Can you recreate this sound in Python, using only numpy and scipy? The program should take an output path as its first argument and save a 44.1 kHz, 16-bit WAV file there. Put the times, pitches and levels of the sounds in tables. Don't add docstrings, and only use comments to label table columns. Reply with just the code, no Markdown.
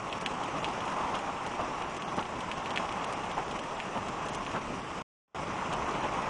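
import sys
import numpy as np
from scipy import signal
from scipy.fft import rfft, irfft
from scipy.io import wavfile
from scipy.ndimage import uniform_filter1d

SR = 44100
rng = np.random.default_rng(int(sys.argv[2]) if len(sys.argv) > 2 else 0)


def linear_from_db(decibels):
    return 10 ** (np.asarray(decibels, float) / 20)


def dump(signal):
    limited = np.clip(np.atleast_2d(signal).T, -1, 1)
    pcm = np.round(limited * 32767).astype(np.int16)
    wavfile.write(sys.argv[1], SR, pcm)


N = 277389


def evened(x):
    return x / np.sqrt(np.mean(x ** 2) + 1e-20)


def read(points, hz):
    f, value = np.transpose(points)
    return np.interp(np.log(hz + 1), np.log(f + 1), value)


def coloured(x, gain):
    return irfft(rfft(x) * gain(np.fft.rfftfreq(len(x), 1 / SR)), len(x))


def band(x, lo_hz, hi_hz):
    return signal.sosfilt(signal.butter(2, [lo_hz, hi_hz], "bandpass", fs=SR, output="sos"), x)


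def add(mix, start_s, sound):
    part = mix[round(start_s * SR):][:len(sound)]
    part += sound[:len(part)]


def clicks(per_s, spread_db):
    size = linear_from_db(spread_db * np.minimum(rng.exponential(1, N), 4))
    return size * (rng.random(N) < per_s / SR)


# t/s, level/dB
RAIN_STRENGTH = [(0.0, -41), (0.45, -39), (1.03, -35.5), (1.38, -40.5), (1.78, -37.5), (2.05, -41.5),
                 (2.35, -42.5), (2.601, -38.5), (2.92, -38), (3.24, -38), (3.73, -41.5), (4.2, -40),
                 (4.57, -41), (4.9, -42.5), (5.36, -40.5), (5.62, -36.5), (5.9, -35), (6.29, -34)]
USUAL_DB = -39


def strength_db(follows):
    s, db = np.transpose(RAIN_STRENGTH)
    return follows * (np.interp(np.arange(N) / SR, s, db) - USUAL_DB)


# f/Hz, width/Hz, level/dB
ROOF_MODES = [(830, 110, -4), (849, 200, -5), (1025, 200, -4.5), (1292, 370, -2), (542, 220, -11)]


def roof(hits, shift):
    t = np.arange(800) / SR
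    out = 0
    for hit, stretch, (hz, width_hz, db) in zip(hits, shift, ROOF_MODES):
        mode = np.exp(-np.pi * width_hz * t) * np.sin(2 * np.pi * hz * stretch * t)
        out = out + linear_from_db(db) * signal.oaconvolve(hit, mode)[:len(hit)]
    return out


def drumming():
    hits = [clicks(260, spread_db=3.5) for _ in ROOF_MODES]
    return linear_from_db(-43.0 + strength_db(0.91)) * evened(roof(hits, np.ones(len(ROOF_MODES))))


def ring(hz, rise_s, fall_s):
    t = np.arange(-40, 300) / SR
    envelope = np.exp(-(np.minimum(t, 0) / rise_s) ** 2 - np.maximum(t, 0) / fall_s)
    return -envelope * np.cos(2 * np.pi * hz * t)


def cabin(rings, splashes):
    t = np.arange(3000) / SR
    onset = 1 - np.exp(-(t / 0.00072) ** 2)
    decay = linear_from_db(-60 * t / [[.06], [.036]])
    tail, spray = rng.standard_normal((2, 3000)) * onset * decay
    wet = linear_from_db(-5.0) * signal.oaconvolve(rings, tail / np.linalg.norm(tail))
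    wet += linear_from_db(-2.5) * signal.oaconvolve(splashes, spray / np.linalg.norm(spray))
    return rings + splashes + wet[:N]


# t/s, ring level/dB, ring f/Hz, splash
# level/dB
GLASS_DROPS = [(0.1268, -22, 2800, -38), (0.2614, -16, 2770, -30), (0.5807, -30, 2580, -42),
               (0.6441, -18, 2780, -34), (0.8053, -31, 2870, -42), (0.8789, -29, 2540, -42),
               (1.1526, -28, 2900, -34), (1.822, -32, 2970, -47), (2.022, -29, 2890, -38),
               (2.1925, -28, 2900, -43), (2.2268, -28, 2590, -44), (2.4066, -31, 3050, -37),
               (2.5148, -21, 2540, -36), (2.6592, -24, 2570, -43), (2.7061, -26, 2970, -39),
               (2.7601, -22, 2930, -35), (2.7742, -14, 2350, -35), (2.854, -31, 2470, -47),
               (2.8919, -28, 2730, -43), (3.0436, -27, 2760, -33), (3.3146, -31, 3010, -43),
               (3.5114, -30, 3060, -36), (3.5914, -31, 2800, -38), (3.6374, -32, 2090, -40),
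               (3.801, -22, 2500, -43), (3.974, -31, 2530, -45), (4.0839, -31, 2770, -36),
               (4.4648, -26, 2710, -42), (4.514, -32, 2190, -39), (5.7285, -28, 2650, -32)]
# t/s, splash level/dB
FLAT_BURSTS = [(0.2123, -33), (0.4367, -36), (0.6859, -37), (0.8539, -36), (0.9236, -38), (1.1893, -34),
               (1.4646, -33), (1.9663, -34), (2.1671, -36), (2.3065, -41), (2.9239, -34), (3.1259, -33),
               (3.2543, -39), (3.4805, -37), (4.2854, -32), (4.3332, -36), (4.3476, -30), (4.4496, -38),
               (4.7519, -41), (6.1364, -40), (6.2196, -36)]
BURST_RING_DB, BURST_RING_HZ = -1.0, 2850
# delay t/s, ring level/dB, splash level/dB
CABIN_ECHOES = [(.0042, -10, -5), (.0081, -16, -8)]


def drops():
    rings, splashes = np.zeros(N), np.zeros(N)
    bursts = [(s, db + BURST_RING_DB, BURST_RING_HZ, db) for s, db in FLAT_BURSTS]
    every = GLASS_DROPS + bursts
    paths = [(0.00061, 0.016, 0.0018)] + CABIN_ECHOES
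    chance = rng.uniform(-1, 1, (len(every), len(paths), 3))
    for (s, ring_db, hz, splash_db), luck in zip(every, chance):
        for (delay_s, less_db, duller_db), (a, b, c) in zip(paths, luck):
            at_s = s - 40 / SR + delay_s * (1 + .1 * a)
            level = linear_from_db(ring_db + 1.8 + less_db * (1 + .3 * b))
            add(rings, at_s, level * ring(hz, .00024, .00034))
            level = linear_from_db(splash_db + 2.5 + duller_db * (1 + b))
            add(splashes, at_s, level * ring(6700 + 900 * c, .00006, .0001))
    for hz in (2300, 2750, 3200):
        patter = clicks(45, spread_db=4.0)
        rings += linear_from_db(-51) * signal.oaconvolve(patter, ring(hz, .00028, .00043))[:N]
    for hz in (5500, 6900, 8400):
        patter = clicks(17, spread_db=5.0)
        splashes += linear_from_db(-60) * signal.oaconvolve(patter, ring(hz, .00008, .00023))[:N]
    return cabin(rings, splashes)


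# t/s, peak level/dB, low share/dB, scrape/dB
WIPER_THUMPS = [(0.424, -30.5, 1.5, -6.5), (1.033, -26.5, -10, -19), (1.135, -21, -12.5, -12),
                (1.272, -27.5, -16.5, -18.5), (1.44, -27, -12.5, -23), (1.591, -21, -27, -24),
                (2.17, -20, -6, -21), (2.789, -29.5, -13, -11), (3.367, -22, -21, -24),
                (3.953, -23, -12, -22), (4.539, -21.5, -3, -21), (5.714, -22, -22.5, -12.5),
                (6.024, -22, -12.5, -21)]
# f/Hz, level/dB
THUMP_COLOUR = [(60, -36), (200, -7.5), (500, -13.5), (1500, -12.5), (3000, 6.5), (4400, -12.5),
                (6000, -15), (10000, -34.5)]


def thumps():
    out, t = np.zeros(N), np.arange(5000) / SR
    envelope = (1 - np.exp(-t / 0.005)) * np.exp(-(t / 0.041) ** 2)
    chances = rng.standard_normal((len(WIPER_THUMPS), len(ROOF_MODES) + 2, len(t)))
    for (s, db, low_db, scrape_db), chance in zip(WIPER_THUMPS, chances):
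        rattle = evened(roof(chance[1:-1] ** 3, 1 + 0.057 * chance[-1]))
        wide = coloured(chance[0], lambda f: linear_from_db(read(THUMP_COLOUR, f)))
        push, scrape = evened(band(wide, 70, 360)), evened(band(wide, 1500, 9500))
        blow = rattle + linear_from_db(low_db - 2.0) * push + linear_from_db(scrape_db + 0.5) * scrape
        add(out, s, linear_from_db(db - 8.5) * envelope * blow)
    return out


# f/Hz, level/dB per Hz
WASH_COLOUR = [(12, -45.5), (20, -6.5), (81, -7), (177, -1.5), (498, -6), (816, -0.5), (1110, 1),
               (1560, -12.5), (2760, -11.5), (4290, -27), (5700, -20.5), (7990, -28), (9090, -34),
               (9830, -33), (12800, -70.5), (21600, -120)]
NEARING_DB, NEARING_DB_PER_S = -3, 0.93


def wash(patchy_db=1.17, flicker_db=1.15):
    frames = N // 128 + 5
    a, b, patches = rng.standard_normal((frames, 257, 3)).T
    patches = uniform_filter1d(patches, size=6, axis=0)
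    patches = evened(uniform_filter1d(patches, size=20, axis=1))
    flicker = evened(uniform_filter1d(rng.standard_normal(frames), size=5))
    z = (a + 1j * b) * linear_from_db(patchy_db * patches + flicker_db * flicker)
    noise = signal.istft(z, nperseg=512, noverlap=384)[1][:N]
    noise = coloured(noise, lambda f: linear_from_db(read(WASH_COLOUR, f)))
    rumble = coloured(noise, lambda f: 1 / np.sqrt(1 + (f / 520) ** 6))
    deep = coloured(rumble, lambda f: 1 / (1 + (f / 120) ** 4))
    rumble = rumble + (linear_from_db(NEARING_DB + NEARING_DB_PER_S * np.arange(N) / SR) - 1) * deep
    body = coloured(noise, lambda f: 1 / np.sqrt((1 + (f / 1500) ** 6) * (1 + (520 / (f + 1)) ** 6)))
    hiss = coloured(noise, lambda f: 1 / np.sqrt(1 + (1500 / (f + 1)) ** 6))
    out = linear_from_db(-42.5 + strength_db(0.29)) * evened(rumble)
    out += linear_from_db(-43.5 + strength_db(0.98)) * evened(body)
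    return out + linear_from_db(-45.5 + strength_db(0.32)) * evened(hiss)


def scene():
    return (drumming() + drops() + thumps() + wash())[None]


BLOCK, SHORT, GRID = 2048, 256, 1292
# f/Hz, long-block level/dB, short-block level/dB
ROUNDING_STEP = [(500, -14, -12), (2500, -9, -7), (4500, 2.5, 2), (7000, 4.5, 5), (9000, 7, 8.5),
                 (10300, 5, 7.5)]


def rounded(x, size, column, top_hz, jitter_db):
    n, k = np.arange(2 * size), np.arange(round(top_hz * 2 * size / SR))
    window = np.sin(np.pi * (n + .5) / (2 * size))
    basis = window * np.cos(np.pi / size * (n + .5 + size / 2) * (k[:, None] + .5))
    basis = (basis * np.sqrt(2 / size)).astype(np.float32)
    lines = np.lib.stride_tricks.sliding_window_view(x, 2 * size)[::size] @ basis.T
    group, width = np.arange(len(lines)) * size // BLOCK, size // 64
    power = uniform_filter1d(lines ** 2, size=5 * width, axis=1)
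    level = np.add.reduceat(abs(power) ** .5, np.arange(0, len(lines), BLOCK // size))
    level = level * size / BLOCK + 1e-7
    luck = rng.standard_normal((len(level), len(k) // width + 1)).repeat(width, 1)[:, :len(k)]
    luck = (luck + np.roll(luck, 1, axis=0)) / np.sqrt(2)
    rule_db = read([(row[0], row[column]) for row in ROUNDING_STEP], k * SR / (2 * size))
    step = (level * linear_from_db(rule_db + jitter_db * luck))[group]
    blocks = (np.sign(lines) * np.floor(abs(lines) / step + 0.45) * step) @ basis
    out = np.zeros((len(lines) + 1, size))
    out[:-1] += blocks[:, :size]
    out[1:] += blocks[:, size:]
    return out.ravel()


def camera_rounding(x, attack_db=2.6):
    x = np.pad(x, (2 * BLOCK - GRID, 3 * BLOCK - (N - GRID) % BLOCK)).astype(np.float32)
    steady = rounded(x, BLOCK, column=1, top_hz=10000, jitter_db=3.5)
    late = BLOCK // 2
    shifted = np.roll(x, -late)
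    quick = np.roll(rounded(shifted, SHORT, column=2, top_hz=10250, jitter_db=2.2), late)
    power = (band(shifted, 3500, 9500) ** 2).reshape(-1, SHORT).mean(1) + 1e-14
    jump = power / np.roll(uniform_filter1d(power, size=8), 5) > linear_from_db(2 * attack_db)
    share = np.roll(jump.reshape(-1, BLOCK // SHORT).any(1).repeat(BLOCK), late)
    share = uniform_filter1d(share * 1., size=SHORT)
    return (steady + share * (quick - steady))[2 * BLOCK - GRID:][:N]


MIRROR_EDGES_HZ = (11950, 12350)


def rate_mirror(x):
    flipped = x * (-1.) ** np.arange(N)

    def slope(f):
        return np.interp(f, MIRROR_EDGES_HZ, (1, .3), left=.3, right=0) * (f > 11600)
    return linear_from_db(-23) * coloured(flipped, slope)


CUT_S, BACK_S = 5.022, 5.3465
AFTER_DB, AFTER_DB_PER_S, AFTER_S = -26, 1500, .008
BEFORE_DB, BEFORE_DB_PER_S, BEFORE_S = -37, 130, .068


def dropout():
    t = np.arange(N) / SR
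    after = (t < CUT_S + AFTER_S) * linear_from_db(AFTER_DB - AFTER_DB_PER_S * np.clip(t - CUT_S, 0, AFTER_S))
    before = (t > BACK_S - BEFORE_S) * linear_from_db(BEFORE_DB - BEFORE_DB_PER_S * np.maximum(BACK_S - t, 0))
    return uniform_filter1d(np.where((t < CUT_S) | (t > BACK_S), 1, after + before), size=40)


def band_limit(x):
    return signal.sosfilt(signal.butter(12, 12400, fs=SR, output="sos"), x)


def record(dry):
    heard = coloured(dry[0], lambda f: f / np.hypot(f, 12))
    kept = camera_rounding(heard)
    kept = kept + rate_mirror(kept)
    return band_limit(kept[None] * dropout())


dry = scene()
out = record(dry)
dump(out)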